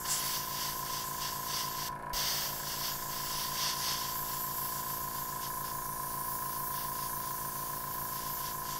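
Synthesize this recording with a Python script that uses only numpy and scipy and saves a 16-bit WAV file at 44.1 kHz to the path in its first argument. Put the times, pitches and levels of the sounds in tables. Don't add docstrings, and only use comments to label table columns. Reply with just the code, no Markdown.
import sys
import numpy as np
from scipy import signal
from scipy.fft import rfft, irfft, next_fast_len
from scipy.io import wavfile
from scipy.ndimage import uniform_filter1d, map_coordinates

SR = 44100
rng = np.random.default_rng(int(sys.argv[2]) if len(sys.argv) > 2 else 0)


def bounce(signal):
    frames = np.transpose(np.atleast_2d(signal))
    limited = np.clip(frames, -1, 1)
    pcm = np.round(limited * 32767).astype(np.int16)
    wavfile.write(sys.argv[1], SR, pcm)


def ratio(d):
    e = np.asarray(d, float) / 20
    return 10 ** e


N = 387638

SHAFT_HZ = 28.24
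VALVE_S = .005
SQUEAL_HZ = 7510


def unit(x):
    return x / np.sqrt(np.mean(x ** 2) + 1e-20)


def along(points, hz):
    f, v = np.transpose(points)
    return np.interp(np.log(hz + 1), np.log(f + 1), v)


def curves(rows):
    s, *cols = np.transpose(rows)
    return [np.interp(np.arange(N) / SR, s, c) for c in cols]


def wobble(rate):
    knots = rng.standard_normal(int(N * rate / SR) + 4)
    return map_coordinates(knots, [np.arange(N) * rate / SR])


def add_db(a_db, b_db):
    return 10 * np.log10(ratio(2 * a_db) + ratio(2 * b_db))


def filtered(x, response):
    m = 2 * next_fast_len(N // 2 + SR // 4)
    return irfft(rfft(x, m) * response(np.fft.rfftfreq(m, 1 / SR)), m)[..., :N]


def causal(db, share, slant):
    cepstrum = irfft(np.log(ratio(db) + 1e-9))
    half = len(cepstrum) // 2
    cepstrum[1:half] *= 2
    cepstrum[half + 1:] = 0
    log = rfft(cepstrum)
    khz = np.linspace(0, SR / 2000, half + 1)
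    delay_phase = np.pi * 1000 * slant * khz ** 2
    return np.exp(log.real + 1j * share * log.imag - 1j * delay_phase)


def hiss(spectrum, patchy_db):
    z = signal.stft(rng.standard_normal(N + 512), nperseg=512)[2]
    field = uniform_filter1d(uniform_filter1d(rng.standard_normal(z.shape), 5, 0), 9, 1)
    x = signal.istft(z * ratio(patchy_db * unit(field)), nperseg=512)[1][:N]
    closed = [(spectrum[0][0] / 2, -120), *spectrum, (spectrum[-1][0] * 2, -120)]
    return unit(filtered(x, lambda hz: ratio(along(closed, hz))))


def narrow(centre_hz, width_hz):
    slow = filtered(rng.standard_normal((2, N)), lambda hz: 1 / (1 + (2 * hz / width_hz) ** 2))
    phase = 2 * np.pi * np.cumsum(centre_hz) / SR
    return unit(slow[0] * np.cos(phase) + slow[1] * np.sin(phase))


def bounced(x, ms, strength):
    late = map_coordinates(x, [np.arange(N) - ms * SR / 1000])
    return (x + strength * late) / np.sqrt(1 + strength ** 2)


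def strikes(turns, angle, scatter_db):
    at = np.interp(np.arange(int(turns[-1] - angle) + 1) + angle, turns, np.arange(N))
    size = ratio(scatter_db * rng.standard_normal(len(at)))
    whole = at.astype(int)
    first = np.bincount(whole, size * (1 - at % 1), N + 1)
    second = np.bincount(whole + 1, size * (at % 1), N + 1)
    return (first + second)[:N]


def passes(rows, rest_db):
    t = np.arange(0, N / SR, .002)
    squareness = 2.42
    swells = 0
    for s, length, db in rows:
        swells = swells + ratio(2 * db) * np.exp(-np.abs(2 * (t - s) / length) ** squareness)
    return 10 * np.log10(ratio(2 * rest_db) + np.interp(np.arange(N) / SR, t, swells))


def kitchen(x):
    # pitch_hz, decay_s
    die_away = [(200, 0.15), (2500, 0.33), (12000, 0.28)]
    hz, t, z = signal.stft(rng.standard_normal(SR // 2), SR, nperseg=256)
    decay = ratio(-60 * t / along(die_away, hz)[:, None])
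    tail = signal.istft(z * decay, SR, nperseg=256)[1]
    return signal.fftconvolve(np.pad(x, (300, 0)), tail / np.linalg.norm(tail))[:N]


def pistons(turns, pressure):
    # shaft_order, level_db
    opposed_orders = [(1, -67.7), (3, -63.3), (5, -55.6), (7, -58.7), (9, -61.8), (11, -63.4), (13, -59.9),
                      (15, -67.4), (17, -62.5), (19, -66.8), (21, -66.4), (23, -64.0), (25, -58.3),
                      (27, -72.2), (29, -62.8), (31, -63.9), (33, -63.0)]
    # shaft_order, level_db
    shared_orders = [(2, -62), (4, -65), (6, -68), (8, -81), (10, -108), (12, -70), (14, -74.5), (16, -81),
                     (18, -69.5), (20, -67), (22, -98), (24, -70.5), (26, -83), (28, -73.5), (30, -67.5),
                     (32, -65), (34, -56)]
    opposed = strikes(turns, .15, scatter_db=.7) - strikes(turns, .65, scatter_db=.7)
    shared = strikes(2 * turns, .75, scatter_db=.4)

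    def frame(orders):
        peaks = [(k * SHAFT_HZ, db) for k, db in orders]
        points = [(5, -90), *peaks, (1100, -90), (3000, -130)]
        return lambda hz: causal(along(points, hz), share=0.57, slant=0.00376)

    def tank(f):
        return ratio(-60) * (1j * f * 300 / (620 ** 2 - f * f + 1j * f * 300)) ** 2

    thumps = filtered(opposed, frame(opposed_orders)) + filtered(shared, frame(shared_orders[:-1]))
    thumps = thumps + pressure * filtered(shared, tank)
    return thumps * SR / SHAFT_HZ / np.sqrt(8)


def housing(turns, tone_db, pressure):
    beat_hz, slip_hz = 7.075, 148.298
    t = np.arange(N) / SR
    beat = 2 * np.pi * (beat_hz * t + .32)
    swell = 1 + .11 * np.cos(beat) + .1 * np.cos(2 * beat - 3.2) + .04 * wobble(28)
    sway = 0.26 * np.sin(beat + 0.73) + 0.16 * np.sin(2 * beat + 1.3)
    loose = .02 + .6 * pressure
    starts = (-.3, .27, -.36, .27, -.3)
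    levels_db = (-62 + 7 * pressure, *tone_db, -62 + 9 * pressure)
    tone = 0
    for order, start, db in zip(range(34, 39), starts, levels_db):
        phase = 2 * np.pi * (order * turns + start) + sway + loose * wobble(18)
        tone = tone + ratio(db) * np.cos(phase)
    slip = ratio(-57.0) * np.cos(2 * np.pi * (slip_hz * t + 0.31))
    return np.sqrt(2) * (swell * tone + slip)


def valves(turns, pressure):
    # pitch_hz, width_hz, level_db
    plate_modes = [(1289, 43, -2), (1570, 240, -1.5), (1753, 44, 5), (2160, 72, -7.5), (2540, 180, -21)]
    # pitch_hz, level_db per Hz
    tick_spectrum = [(1590, -23), (2700, -8), (2760, 2), (3350, -12), (4580, -3), (6260, -13), (11300, 2.5),
                     (13300, -12), (16000, -40)]
    # pitch_hz, level_db per Hz
    rattle_spectrum = [(12, 12), (40, -4.5), (100, -7.5), (300, -14.5), (880, -11.5), (1020, 0),
                       (1090, -4.5), (1200, -14), (1700, -7), (1900, -19.5), (2600, -28), (4000, -72)]
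    blows = strikes(turns, .36, scatter_db=1.2)
    blows = blows + .5 * strikes(turns, .735, scatter_db=1.6)
    blows = blows - .45 * strikes(turns, .59, scatter_db=1.6)

    def padded_plate(f):
        ring = 0
        for k, (c, w, db) in enumerate(plate_modes):
            ring = ring + (-1) ** k * ratio(db) * 1j * f * w / (c * c - f * f + 1j * f * w)
        return ring / (1 + 1j * f / 3000) ** 3

    leak = 0.099 + ratio(-60 * ((turns - .17) % 1) / .7) + 0.33 * ratio(-60 * ((turns - .4) % 1) / 1.1)
    throb = 1 + 0.19 * np.cos(4 * np.pi * (turns - .2))
    clack = ratio(-54.5 + 3.7 * pressure) * unit(filtered(blows, padded_plate))
    tick = ratio(-64.5) * unit(leak * hiss(tick_spectrum, patchy_db=1))
    rattle = ratio(-51.0) * throb * hiss(rattle_spectrum, patchy_db=.5)
    return clack + tick + rattle


def puffs():
    # start_s, peak_db, sign
    steps = [
        (1.895, -48, -1),
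        (2.132, -33, 1),
    ]
    t = np.arange(N) / SR
    swings = 0
    for s, db, sign in steps:
        swing = np.sin(2 * np.pi * 36 * (t - s)) * ratio(-60 * np.abs(t - s) / .16)
        swings = swings + sign * ratio(db) * (t > s) * swing
    return swings


def trigger():
    shut_s, open_s = 1.888, 2.131
    t = np.arange(N) / SR
    return np.clip(np.maximum(shut_s - t, t - open_s) / VALVE_S + .5, 0, 1) ** 2


def needle():
    first_s, dry_db = 0.052, -9
    stutter_s, stutter_length_s, stutter_db = .074, .012, -6
    t = np.arange(N) / SR
    still_dry = np.clip((first_s - t) / VALVE_S + .5, 0, 1)
    catch = np.exp(-(2 * (t - stutter_s) / stutter_length_s) ** 2)
    return ratio(dry_db * still_dry + stutter_db * catch)


def droplets():
    # start_s, peak_db
    bursts = [(.1143, -21), (.1165, -23), (.1257, -23), (.129, -26)]
    t = np.arange(N) / SR
    pops = 0
    for s, db in bursts:
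        pops = pops + ratio(db) * np.exp(-((t - s) / .00012) ** 2) * np.cos(2 * np.pi * SQUEAL_HZ * (t - s))
    return -pops


def wet_tip():
    # centre_s, length_s, level_db
    squeals = [(.118, 0.049, -36.5), (.15, 0.074, -40)]
    return ratio(passes(squeals, -120)) * narrow(np.full(N, SQUEAL_HZ), width_hz=1400) + droplets()


def gurgle():
    # time_s, pitch_hz, level_db
    rising = [(.03, 1100, -90), (.05, 1150, -51), (.1, 1250, -48), (.16, 1600, -52), (.3, 2100, -52),
              (.45, 2200, -70)]
    spit_hz, spit_db = curves(rising)
    return ratio(spit_db) * narrow(spit_hz, width_hz=900)


def drifting_mist():
    # pitch_hz, level_db per Hz
    mist_spectrum = [(2400, -13), (3900, -0.5), (5000, -11), (6800, -4.5), (8500, 3)]
    return ratio(-60 + wobble(5)) * hiss(mist_spectrum, patchy_db=2.5)


def tray_splash(splash_db, flutter):
    # pitch_hz, level_db per Hz
    splash_spectrum = [(300, -22), (600, -11.5), (780, -12), (1500, -9), (2050, -6), (2480, -14.5),
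                       (2800, -4.5), (3300, -3), (3900, -6), (4080, -12.5), (4280, -2), (4600, 0.5),
                       (5600, 0), (6400, -4), (7000, -21), (9000, -12)]
    level_db = splash_db + 0.98 * wobble(14) + flutter + 0.42 * wobble(120)
    return ratio(level_db) * hiss(splash_spectrum, patchy_db=0.68)


def needle_cap():
    # time_s, pitch_hz, level_db
    ringing = [(0, 10600, -60), (.12, 10500, -44), (.33, 10810, -46), (.45, 10700, -68), (3, 11250, -60),
               (3.3, 11030, -52), (4.2, 10600, -52), (5.6, 10160, -56), (7, 9670, -58.5), (8.79, 9930, -62)]
    cap_hz, cap_db = curves(ringing)
    return ratio(cap_db + 2 * wobble(8)) * narrow(cap_hz + 120 * wobble(5), width_hz=700)


def nozzle(rest_db, facing_db, counter_ms, splash_db):
    # pitch_hz, level_db per Hz
    middle_spectrum = [(2200, -34), (3000, -22), (4500, -12), (6500, -2), (8000, 0), (9500, 0), (11000, -3),
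                       (12500, -12), (14000, -30)]
    # pitch_hz, level_db per Hz
    top_spectrum = [(9500, -30), (10600, -8), (13000, -5), (13800, 0), (15800, 0), (17000, 0)]
    # centre_s, length_s, level_db
    clearings = [(.12, 0.045, -36.5), (.24, 0.16, -45), (4.75, 0.072, -46), (6.2, .05, -50)]
    # centre_s, length_s, whistle_db
    wrist_turns = [(2.17, .1, -46), (2.89, .12, -44), (4.21, .14, -39), (4.43, .09, -39), (4.62, .22, -40),
                   (4.94, 0.13, -41), (5.21, 0.14, -42.5), (6.07, 0.07, -46), (6.67, 0.12, -42),
                   (7.15, .1, -42), (8.1, .16, -45), (8.33, 0.13, -42)]
    facing_share = 0.23
    middle_free_db = -47.5 + facing_share * facing_db + 0.67 * wobble(7.6)
    middle_db = add_db(passes(clearings, middle_free_db), splash_db - 11)
    muffled_db = 0.63 * np.clip(rest_db + 51.5, 0, 9)
    whistle_free_db = -44.5 + facing_share * facing_db - muffled_db + 1.5 * wobble(9)
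    whistle_db = add_db(passes(wrist_turns, whistle_free_db), splash_db - 10.5)
    top_db = -47.5 + facing_db + 0.8 * wobble(6)
    middle = ratio(middle_db) * bounced(hiss(middle_spectrum, patchy_db=2), counter_ms, strength=.45)
    whistle = ratio(whistle_db - 2.5) * narrow(12400 + 200 * wobble(6), width_hz=2000)
    top = ratio(top_db + 3) * hiss(top_spectrum, patchy_db=2.4)
    return middle + whistle + needle_cap() + top


def airbrush():
    # time_s, splash between passes rest_db, facing the microphone facing_db,
    # bounce off the counter counter_ms, bounce off the tray rim rim_strength (0-1)
    hand = [(0, -50, -5, .158, 0), (.06, -39, 0, .158, .1), (.22, -46, 5, .158, 0), (.5, -49, 0.5, .158, 0),
            (1.7, -48, -2, .158, 0), (2.3, -49, 5, .156, 0), (2.6, -47.5, 0.5, .156, 0.1),
            (2.92, -49, 3, .158, 0.2), (3, -50.5, -0.5, .158, 0.24), (3.7, -48, -0.5, .158, 0),
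            (4.5, -52, 2.5, .16, 0.33), (5.4, -55, -0.5, .17, 0.2), (5.95, -61, -2, .187, 0),
            (6.1, -56.5, 2.5, .189, .25), (6.9, -58.5, 3, .189, 0), (7.5, -54.5, 1, .185, 0),
            (8.2, -55, 0.5, .178, 0.06), (8.79, -64, -2, .165, 0.2)]
    # centre_s, length_s, splash_db
    sweeps = [(.14, .1, -40), (.28, 0.22, -39), (.62, 0.15, -38.5), (.95, 0.14, -42), (1.26, 0.086, -38.5),
              (1.57, 0.15, -38.5), (1.85, 0.14, -41), (2.22, 0.21, -35.5), (2.4, 0.16, -37.5),
              (2.73, 0.11, -41.5), (2.87, .11, -39.5), (3.17, 0.12, -42), (3.38, 0.21, -39.5),
              (3.64, 0.16, -35), (3.88, 0.17, -36), (4.06, 0.16, -43), (4.33, 0.11, -47.5),
              (4.6, 0.32, -53), (4.77, .08, -50), (4.91, .1, -52), (5.19, .1, -50), (5.45, 0.055, -45),
              (5.68, 0.077, -49.5), (6.52, 0.13, -52.5), (6.8, 0.12, -47), (7.02, 0.12, -48),
              (7.26, 0.094, -51), (8.23, 0.16, -48), (8.45, 0.13, -46.5), (8.73, 0.15, -46)]
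    rest_db, facing_db, counter_ms, rim = curves(hand)
    splash_db = passes(sweeps, rest_db)
    flutter = .5 * wobble(30)
    on_tray = tray_splash(splash_db, flutter) + drifting_mist()
    rim_ms = .41 + .012 * wobble(4)
    from_nozzle = bounced(nozzle(rest_db, facing_db, counter_ms, splash_db), rim_ms, np.clip(rim, 0, 1))
    jet = needle() * on_tray + wet_tip() + ratio(flutter) * from_nozzle
    return trigger() * jet + gurgle()


def scene():
    # time_s, lag_turns
    shaft_lag = [(0, -.009), (.8, -.0075), (1.88, -.0075), (1.97, -.01), (2.15, -.019), (2.45, -.009),
                 (3.1, -.001), (4.2, .0005), (8.79, .0005)]
    # time_s, level_db
    singing = [(0, -49.5), (.8, -46.8), (1.88, -46), (1.93, -43), (1.98, -51.5), (2.13, -42), (2.27, -47),
               (2.36, -49), (2.6, -49.5), (3.1, -49), (3.6, -46.5), (5, -46.5), (6.3, -45), (7, -45),
               (7.6, -47), (8.79, -46.5)]
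    # time_s, excess (0-1)
    tank_pressure = [(0, 0), (1.89, 0), (2.0, .8), (2.13, 1), (2.45, .8), (2.75, .4), (3.1, 0), (8.79, 0)]
    (lag,), (hum_db,), (pressure,) = curves(shaft_lag), curves(singing), curves(tank_pressure)
    tone_db = hum_db, -49.4 - 8 * pressure, hum_db + 1.3 - 6 * pressure
    turns = SHAFT_HZ * np.arange(N) / SR + lag
    motor = pistons(turns, pressure) + housing(turns, tone_db, pressure) + valves(turns, pressure)
    air = airbrush()
    mono = motor + air + ratio(-16.5) * kitchen(air) + puffs()
    return np.array([mono, mono])


def roll_off(x):
    return signal.sosfilt(signal.butter(12, 16830, fs=SR, output="sos"), x)


def record(dry):
    # pitch_hz, level_db per Hz
    self_noise = [(1500, -10), (3000, 0), (6000, -4), (9000, -1), (14000, -1), (16000, -5)]
    edge_hz = 15730
    noisy = dry + ratio(-67) * hiss(self_noise, patchy_db=.3)
    limited = filtered(noisy, lambda hz: ratio(-np.clip(hz - edge_hz, 0, 200) / 2))
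    return roll_off(limited)


dry = scene()
out = record(dry)
bounce(out)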